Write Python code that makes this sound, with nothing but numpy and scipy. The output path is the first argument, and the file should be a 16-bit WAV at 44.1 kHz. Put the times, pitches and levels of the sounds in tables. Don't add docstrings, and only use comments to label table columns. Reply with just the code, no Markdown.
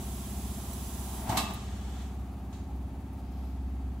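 import sys
import numpy as np
from scipy import signal
from scipy.fft import rfft, irfft, next_fast_len
from scipy.io import wavfile
from scipy.ndimage import map_coordinates

SR = 44100
rng = np.random.default_rng(int(sys.argv[2]) if len(sys.argv) > 2 else 0)


def generate_wav(sig):
    pcm = np.round(np.clip(np.atleast_2d(sig).T, -1, 1) * 32767).astype(np.int16)
    wavfile.write(sys.argv[1], SR, pcm)


N = 176400

# start in seconds, then clash, ring, knock and boom levels in dB.
HEAD_BLOWS = [(1.2905, -36.5, -53, -27.5, -43), (1.363, -42, -54, -40, -42),
              (1.3695, -25.8, -30.5, -47, -30.5), (1.397, -47, -38, -48, -47), (1.430, -58, -52, -43, -39),
              (1.453, -54, -43, -54, -44), (1.502, -60, -58, -50, -44)]
# start in seconds, level in dB, seconds to fade by 60 dB.
VALVE_TICKS = [(.731, -40, 0.055), (1.535, -41, 0.041), (1.543, -44, 0.042), (3.129, -56, .025),
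               (3.318, -64, .08)]

# pitch in Hz, relative level in dB, seconds to fade by 60 dB.
FRAME_NOTES = [(685, -4, .55), (745, -2, .6), (876, -4, .45), (913, -7, .45), (1008, -6, .45),
               (1110, -4, .45), (1147, -1, .55), (1202, -11, .35), (2008, -15, .4), (2455, -11, .43),
               (2641, 4, .36), (2713, -1.5, .36), (2759, -1, .42), (3380, -9, .45), (3480, -8, .45),
               (3814, 1.5, .44), (3904, 0.5, .44), (4310, -10, .3), (4700, -12, .5), (4980, -5, .45),
               (6145, -11, .35), (7780, -8, .3)]
KNOCK_NOTES = [(118, 5.5, 0.042), (225, -4, 0.07), (690, -8, .06), (862, 3.5, 0.055)]
TABLE_NOTES = [(208.5, -2, .17), (284.3, -10.5, 0.16), (1032, -7.5, 0.12), (1079, -3, 0.15),
               (1138, -2, 0.095), (1220, -5, 0.12)]
CLINK_NOTES = [(4080, -3, 0.076), (5920, 0, 0.087), (7800, 4, .05), (10200, -4, .04)]
CLANK_NOTES = [(736, -12, 0.21), (800, -4, .28), (848, -0.5, 0.17)]

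# time in seconds, level in dB.
HINGE_LEVEL = [(.2, -55.5), (.6, -54.5), (.9, -55.5), (1.15, -48.5), (1.268, -44), (1.282, -36),
               (1.325, -32.5), (1.36, -30.5), (1.395, -34.5), (1.435, -36.5), (1.46, -43.5), (1.515, -41.5),
               (1.56, -59), (1.9, -63)]
EXHAUST_LEVEL = [(0, -46.5), (.6, -46), (.9, -45), (1.18, -44.5), (1.28, -49), (1.45, -62), (1.6, -66),
                 (2.05, -66), (2.3, -87)]
SIGH_LEVEL = [(1.35, -58), (1.55, -49), (1.8, -55), (2.02, -53), (2.13, -62), (2.3, -85), (2.6, -88)]
HISS_LEVEL = [(3.05, -83), (3.3, -69.5), (3.48, -68), (3.75, -80)]
DRONE_LEVEL = [(0, -40.5), (.5, -40), (1.4, -41.5), (1.65, -41), (1.9, -38), (2.25, -38.5), (2.5, -42.5),
               (2.78, -36), (3.12, -44), (3.35, -37.5), (3.75, -35), (4, -36.5)]
CLATTER_LEVEL = [(0, -56), (2, -57), (4, -60)]
LOW_RUMBLE_LEVEL = [(0, -45), (1.6, -42), (2.4, -47), (4, -45.5)]
MACHINE_LEVEL = [(0, -51.5), (1.2, -53.5), (2, -52.3), (2.5, -56.5), (3.4, -56.5), (4, -56.5)]

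# frequency in Hz, relative strength in dB.
CLASH_TONE = [(300, -20), (1000, 4.5), (1700, -1), (2700, 1.5), (4200, 5.5), (5600, -1), (7900, 2),
              (9200, -5.5), (12800, -2), (15500, -25)]
THUD_TONE = [(50, -18), (110, 3), (200, 3), (330, -8), (520, -11), (780, 6), (1150, -14), (1700, -20),
             (5000, -45)]
HINGE_TONE = [(70, -28), (120, -18), (220, -1), (330, -3.5), (520, -17.5), (680, -1.5), (860, 2),
              (1000, -4.5), (1180, -5), (1450, -12), (2500, -20), (6000, -26)]
EXHAUST_TONE = [(400, -44), (1000, 4), (1600, -12.5), (2200, -8.5), (3100, -3), (4500, -4.5), (6400, -1),
                (7800, 2), (9100, -3), (10500, 3), (12500, -3.5), (15500, -3)]
SIGH_TONE = [(600, 5), (1300, 1.5), (2400, -1), (3400, 4.5), (5000, -2.5), (6300, 0), (7700, 0.5),
             (9000, -8.5), (15000, -18)]
TICK_TONE = [(2000, -10), (7500, -13), (10000, 1), (12500, 0), (15500, 0)]
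SPIT_TONE = [(1000, -2), (2500, 0), (4000, 2), (5200, -3), (6700, 2), (9000, -10), (15000, -15)]
HISS_TONE = [(1500, -12), (3000, 2), (4800, 3), (7000, -7), (12000, -23)]
CLATTER_TONE = [(300, -26), (430, -4), (600, -3.5), (790, 4), (880, -2.5), (1000, -8.5), (1180, -7),
                (1400, -14), (2000, -27.5)]
LOW_RUMBLE_TONE = [(20, -45), (32, -30), (40, -5), (62, 0), (85, -1.5), (130, -15.5), (250, -18),
                   (400, -25.5), (560, -42.5), (1200, -77)]
MACHINE_TONE = [(200, -0.5), (400, -6), (520, -12.5), (700, -1.5), (810, -1.5), (960, -8.5), (1150, -10),
                (1600, -14), (3200, -18), (5000, -27), (7500, -25.5), (9000, -31.5), (11500, -27.5),
                (15500, -34.5)]

# frequency in Hz, left level minus right level in dB.
CLASH_LEAN = [(1500, 6), (4000, -4), (9000, -9)]
HINGE_LEAN = [(300, -1), (600, 2.5), (1300, -0.5)]
EXHAUST_LEAN = [(1000, 0.5), (4400, 0.5), (8000, -5.5), (15000, -8)]

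# multiple of the shaft rate, dB before the walk, dB after it.
HARMONICS = [(3, -53, -72), (5, -58, -51), (6, -51.5, -54), (7, -53.5, -53.5), (8, -54, -59),
             (9, -53.5, -61), (10, -62, -56.5), (11, -63, -57), (12, -48, -53), (13, -49.5, -57.5),
             (14, -53.5, -54.5), (15, -52.5, -84), (16, -60, -53.5), (17, -56.5, -52.5), (18, -76, -81),
             (19, -62, -77), (20, -67.5, -59.5), (21, -64, -84.5), (22, -58, -65), (23, -71.5, -64),
             (24, -59, -65.5), (25, -84, -70.5), (26, -61.5, -74.5)]
# frequency in Hz, delay in seconds.
HARMONIC_DELAY = [(120, 0.0021), (175, 0.014), (240, 0.024), (400, 0.0358)]
# frequency in Hz, likeness (1 means the same).
EAR_LIKENESS = [(100, 0.99), (300, 0.87), (700, 0.81), (1200, 0.44), (2200, 0.39), (5000, 0.19),
                (12000, 0.045)]
# frequency in Hz, seconds to fade by 60 dB.
ECHO_FADE = [(150, 0.5), (1000, 0.8), (4000, 0.52), (9000, 0.51), (15000, 0.22)]

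CLASH_FADE_S, THUD_FADE_S, THUD_DB = 0.14, 0.073, -5.5
RESONANCE_WIDTH_HZ, RESONANCE_LIFT = 13, 1.2
WHISTLE_PEAK_S, WHISTLE_HALF_S, WHISTLE_DB = 3.432, .135, -72
WHISTLE_TOP_HZ, WHISTLE_SAG_HZ = 12720, 1650
SHAFT_HZ, PISTONS, FIRST_STROKE_S = 16.135, 4, .061
CLATTER_PEAK_S, CLATTER_SWING_DB = 0.035, 2.5
WALK_S = (1, 2.76)
RIPPLE_DB, RIPPLE_HZ = 2.5, 45.55
ECHO_DB, LOW_CUT_HZ, TOP_HZ = -6.5, 38, 15730


def head_blows():
    out = np.zeros((2, N))
    clash = through_frame(noise(CLASH_TONE, CLASH_LEAN))
    thud = noise(THUD_TONE)
    for start, clash_db, _, knock_db, boom_db in HEAD_BLOWS:
        out += amp(clash_db) * strike(start, rise=0.005, fade=CLASH_FADE_S) * clash
        knock_noise = amp(THUD_DB) * strike(start, rise=0.0055, fade=THUD_FADE_S) * thud
        out += amp(knock_db) * (knock_noise + ring(KNOCK_NOTES, start, rise=0.0072))
        out += amp(boom_db) * ring(TABLE_NOTES, start, rise=0.0057)
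    return out + frame_ring()


def frame_ring():
    out, t = np.zeros((2, N)), clock()
    for hz, db, fade in FRAME_NOTES:
        energy = sum((amp(ring_db + rng.normal(0, 1.3)) * strike(start, 0.0053, fade)) ** 2
                     for start, _, ring_db, _, _ in HEAD_BLOWS)
        ear_shift = ear_angle(hz) * rng.normal(0, 0.84, (2, 1))
        phase = np.array([wobble(50.05), wobble(50)]) + rng.uniform(0, 2 * np.pi) + ear_shift
        gain = amp(db - 14 + 3.2 * wobble(45.23))
        out += gain * np.sqrt(energy) * np.sin(2 * np.pi * hz * t + phase)
    return out


def through_frame(x):
    def peaks(f):
        return sum(amp(db) / (1 + (2 * (f - hz) / RESONANCE_WIDTH_HZ) ** 2) for hz, db, _ in FRAME_NOTES)
    return unit(filtered(x, lambda f: 1 + RESONANCE_LIFT * peaks(f)))


def hinge():
    return level(HINGE_LEVEL) * amp(0.87 * wobble(70)) * through_frame(noise(HINGE_TONE, HINGE_LEAN))


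def escaping_air():
    exhaust = level(EXHAUST_LEVEL) * amp(0.18 * wobble(11)) * noise(EXHAUST_TONE, EXHAUST_LEAN)
    sigh = level(SIGH_LEVEL) * amp(0.56 * wobble(12.7)) * noise(SIGH_TONE, lean=[(2000, 1), (8000, -3)])
    return exhaust + sigh


def small_sounds():
    tick_gain = sum(amp(db) * strike(start, 0.0022, fade) for start, db, fade in VALVE_TICKS)
    ticks = tick_gain * noise(TICK_TONE, lean=[(10000, -11)])
    clink = amp(-50) * ring(CLINK_NOTES, start=.731, rise=0.002)
    spit = amp(-55) * strike(start=2.526, rise=0.004, fade=0.55) * noise(SPIT_TONE)
    clank = amp(-49) * ring(CLANK_NOTES, start=2.672, rise=0.025)
    return ticks + clink + spit + clank


def whistle():
    sag = ((clock() - WHISTLE_PEAK_S) / WHISTLE_HALF_S) ** 2
    hz = WHISTLE_TOP_HZ - WHISTLE_SAG_HZ * np.minimum(sag, 2) + 90 * wobble(500)
    gain = amp(WHISTLE_DB + 2 * wobble(60)) * np.sqrt(np.clip(1.1 - sag, 0, 1))
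    return gain * np.sin(2 * np.pi * np.cumsum(hz) / SR) + level(HISS_LEVEL) * noise(HISS_TONE)


def compressor():
    t, out, lag = clock(), np.zeros(N), 0
    walked = np.interp(t, WALK_S, [0, 1])
    gains = {round(multiple): amp((1 - walked) * before + walked * after + 1.23 * wobble(2.564))
             for multiple, before, after in HARMONICS}
    gains[PISTONS] = level(DRONE_LEVEL)
    for multiple in sorted(gains):
        hz = multiple * SHAFT_HZ
        lag += 2 * np.pi * SHAFT_HZ * look_up(HARMONIC_DELAY, hz)
        room_scatter = 0.44 * rng.normal()
        phase = 2 * np.pi * hz * (t - FIRST_STROKE_S) - lag + room_scatter + 0.2 * wobble(2.78)
        out += gains[multiple] * np.sqrt(2) * np.cos(phase)
    return out


def valve_clatter():
    t, period = clock(), round(SR / SHAFT_HZ)
    before, after = rng.standard_normal((2, period))[:, np.arange(N) % period]
    walked = np.interp(t, WALK_S, [0, np.pi / 2])
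    stroke = amp(CLATTER_SWING_DB * np.cos(2 * np.pi * SHAFT_HZ * (t - CLATTER_PEAK_S)))
    bursts = stroke * (np.cos(walked) * before + np.sin(walked) * after)
    clatter = unit(filtered(bursts, lambda hz: amp(look_up(CLATTER_TONE, hz))))
    return level(CLATTER_LEVEL) * amp(1.8 * wobble(11)) * clatter


def background():
    turn = 2 * np.pi * SHAFT_HZ * clock()
    pulsing = amp(0.9 * np.cos(PISTONS * turn) + 0.38 * np.cos(turn) + 0.84 * wobble(12))
    machines = noise(MACHINE_TONE, lean=[(400, 1), (2400, 2.1), (8000, -2.3)])
    lows = filtered(machines, lambda hz: 1 / (1 + (hz / 1500) ** 2))
    highs = machines - lows
    rumble = level(LOW_RUMBLE_LEVEL) * noise(LOW_RUMBLE_TONE)
    return rumble + level(MACHINE_LEVEL) * (lows * pulsing + highs)


def warehouse_echo(x):
    hz, t, spectrum = signal.stft(noise([(1000, 0)])[:, :SR], SR, nperseg=256)
    fading = np.exp(-np.log(1000) * t / look_up(ECHO_FADE, hz)[:, None])
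    tail = signal.istft(spectrum * fading, SR, nperseg=256)[1]
    return signal.fftconvolve(x.mean(0)[None], tail / np.linalg.norm(tail[0]), axes=1)[:, :N]


def noise(tone, lean=((1000, 0),)):
    knots = rng.standard_normal(2048)

    def colour(hz):
        ripple = RIPPLE_DB * np.minimum(hz / 800, 1) * map_coordinates(knots, [hz / RIPPLE_HZ], mode="wrap")
        angle = ear_angle(hz) / 2
        return amp(look_up(tone, hz) + ripple) * [np.cos(angle), np.sin(angle)]
    middle, side = filtered(rng.standard_normal((2, N)), colour)
    ears = np.array([middle + side, middle - side])
    return unit(filtered(ears, lambda hz: amp(np.outer([.5, -.5], look_up(lean, hz)))))


def ear_angle(hz):
    return np.arccos(np.clip(look_up(EAR_LIKENESS, hz), -1, 1))


def ring(notes, start, rise):
    return sum(amp(db) * strike(start, rise, fade) * np.sin(2 * np.pi * hz * (clock() - start))
               for hz, db, fade in notes)


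def strike(start, rise, fade):
    t = np.maximum(clock() - start, 0)
    return np.minimum(t / rise, 1) * np.exp(-np.log(1000) * np.clip((t - rise) / fade, 0, 2))


def filtered(x, response):
    size = next_fast_len(N + SR // 2)
    return irfft(rfft(x, size) * response(np.fft.rfftfreq(size, 1 / SR)), size)[..., :N]


def wobble(rate):
    return map_coordinates(rng.standard_normal(1024), [clock() * rate], mode="wrap")


def level(rows):
    return amp(np.interp(clock(), *np.transpose(rows)))


def look_up(rows, hz):
    frequencies, values = np.transpose(rows)
    return np.interp(np.log(hz + 1), np.log(frequencies + 1), values)


def amp(db):
    return 10 ** (np.asarray(db) / 20)


def unit(x):
    return x / np.sqrt(np.mean(x ** 2) + 1e-20)


def clock():
    return np.arange(N) / SR


def scene():
    blows = head_blows()
    press = blows + amp(ECHO_DB) * warehouse_echo(blows) + hinge() + escaping_air()
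    return press + small_sounds() + whistle() + compressor() + valve_clatter() + background()


def record(dry):
    thinned = filtered(dry, lambda hz: 1 - 1 / (1 + (hz / LOW_CUT_HZ) ** 8))
    return signal.sosfilt(signal.ellip(14, .1, 90, TOP_HZ, fs=SR, output="sos"), thinned)


dry = scene()
out = record(dry)
generate_wav(out)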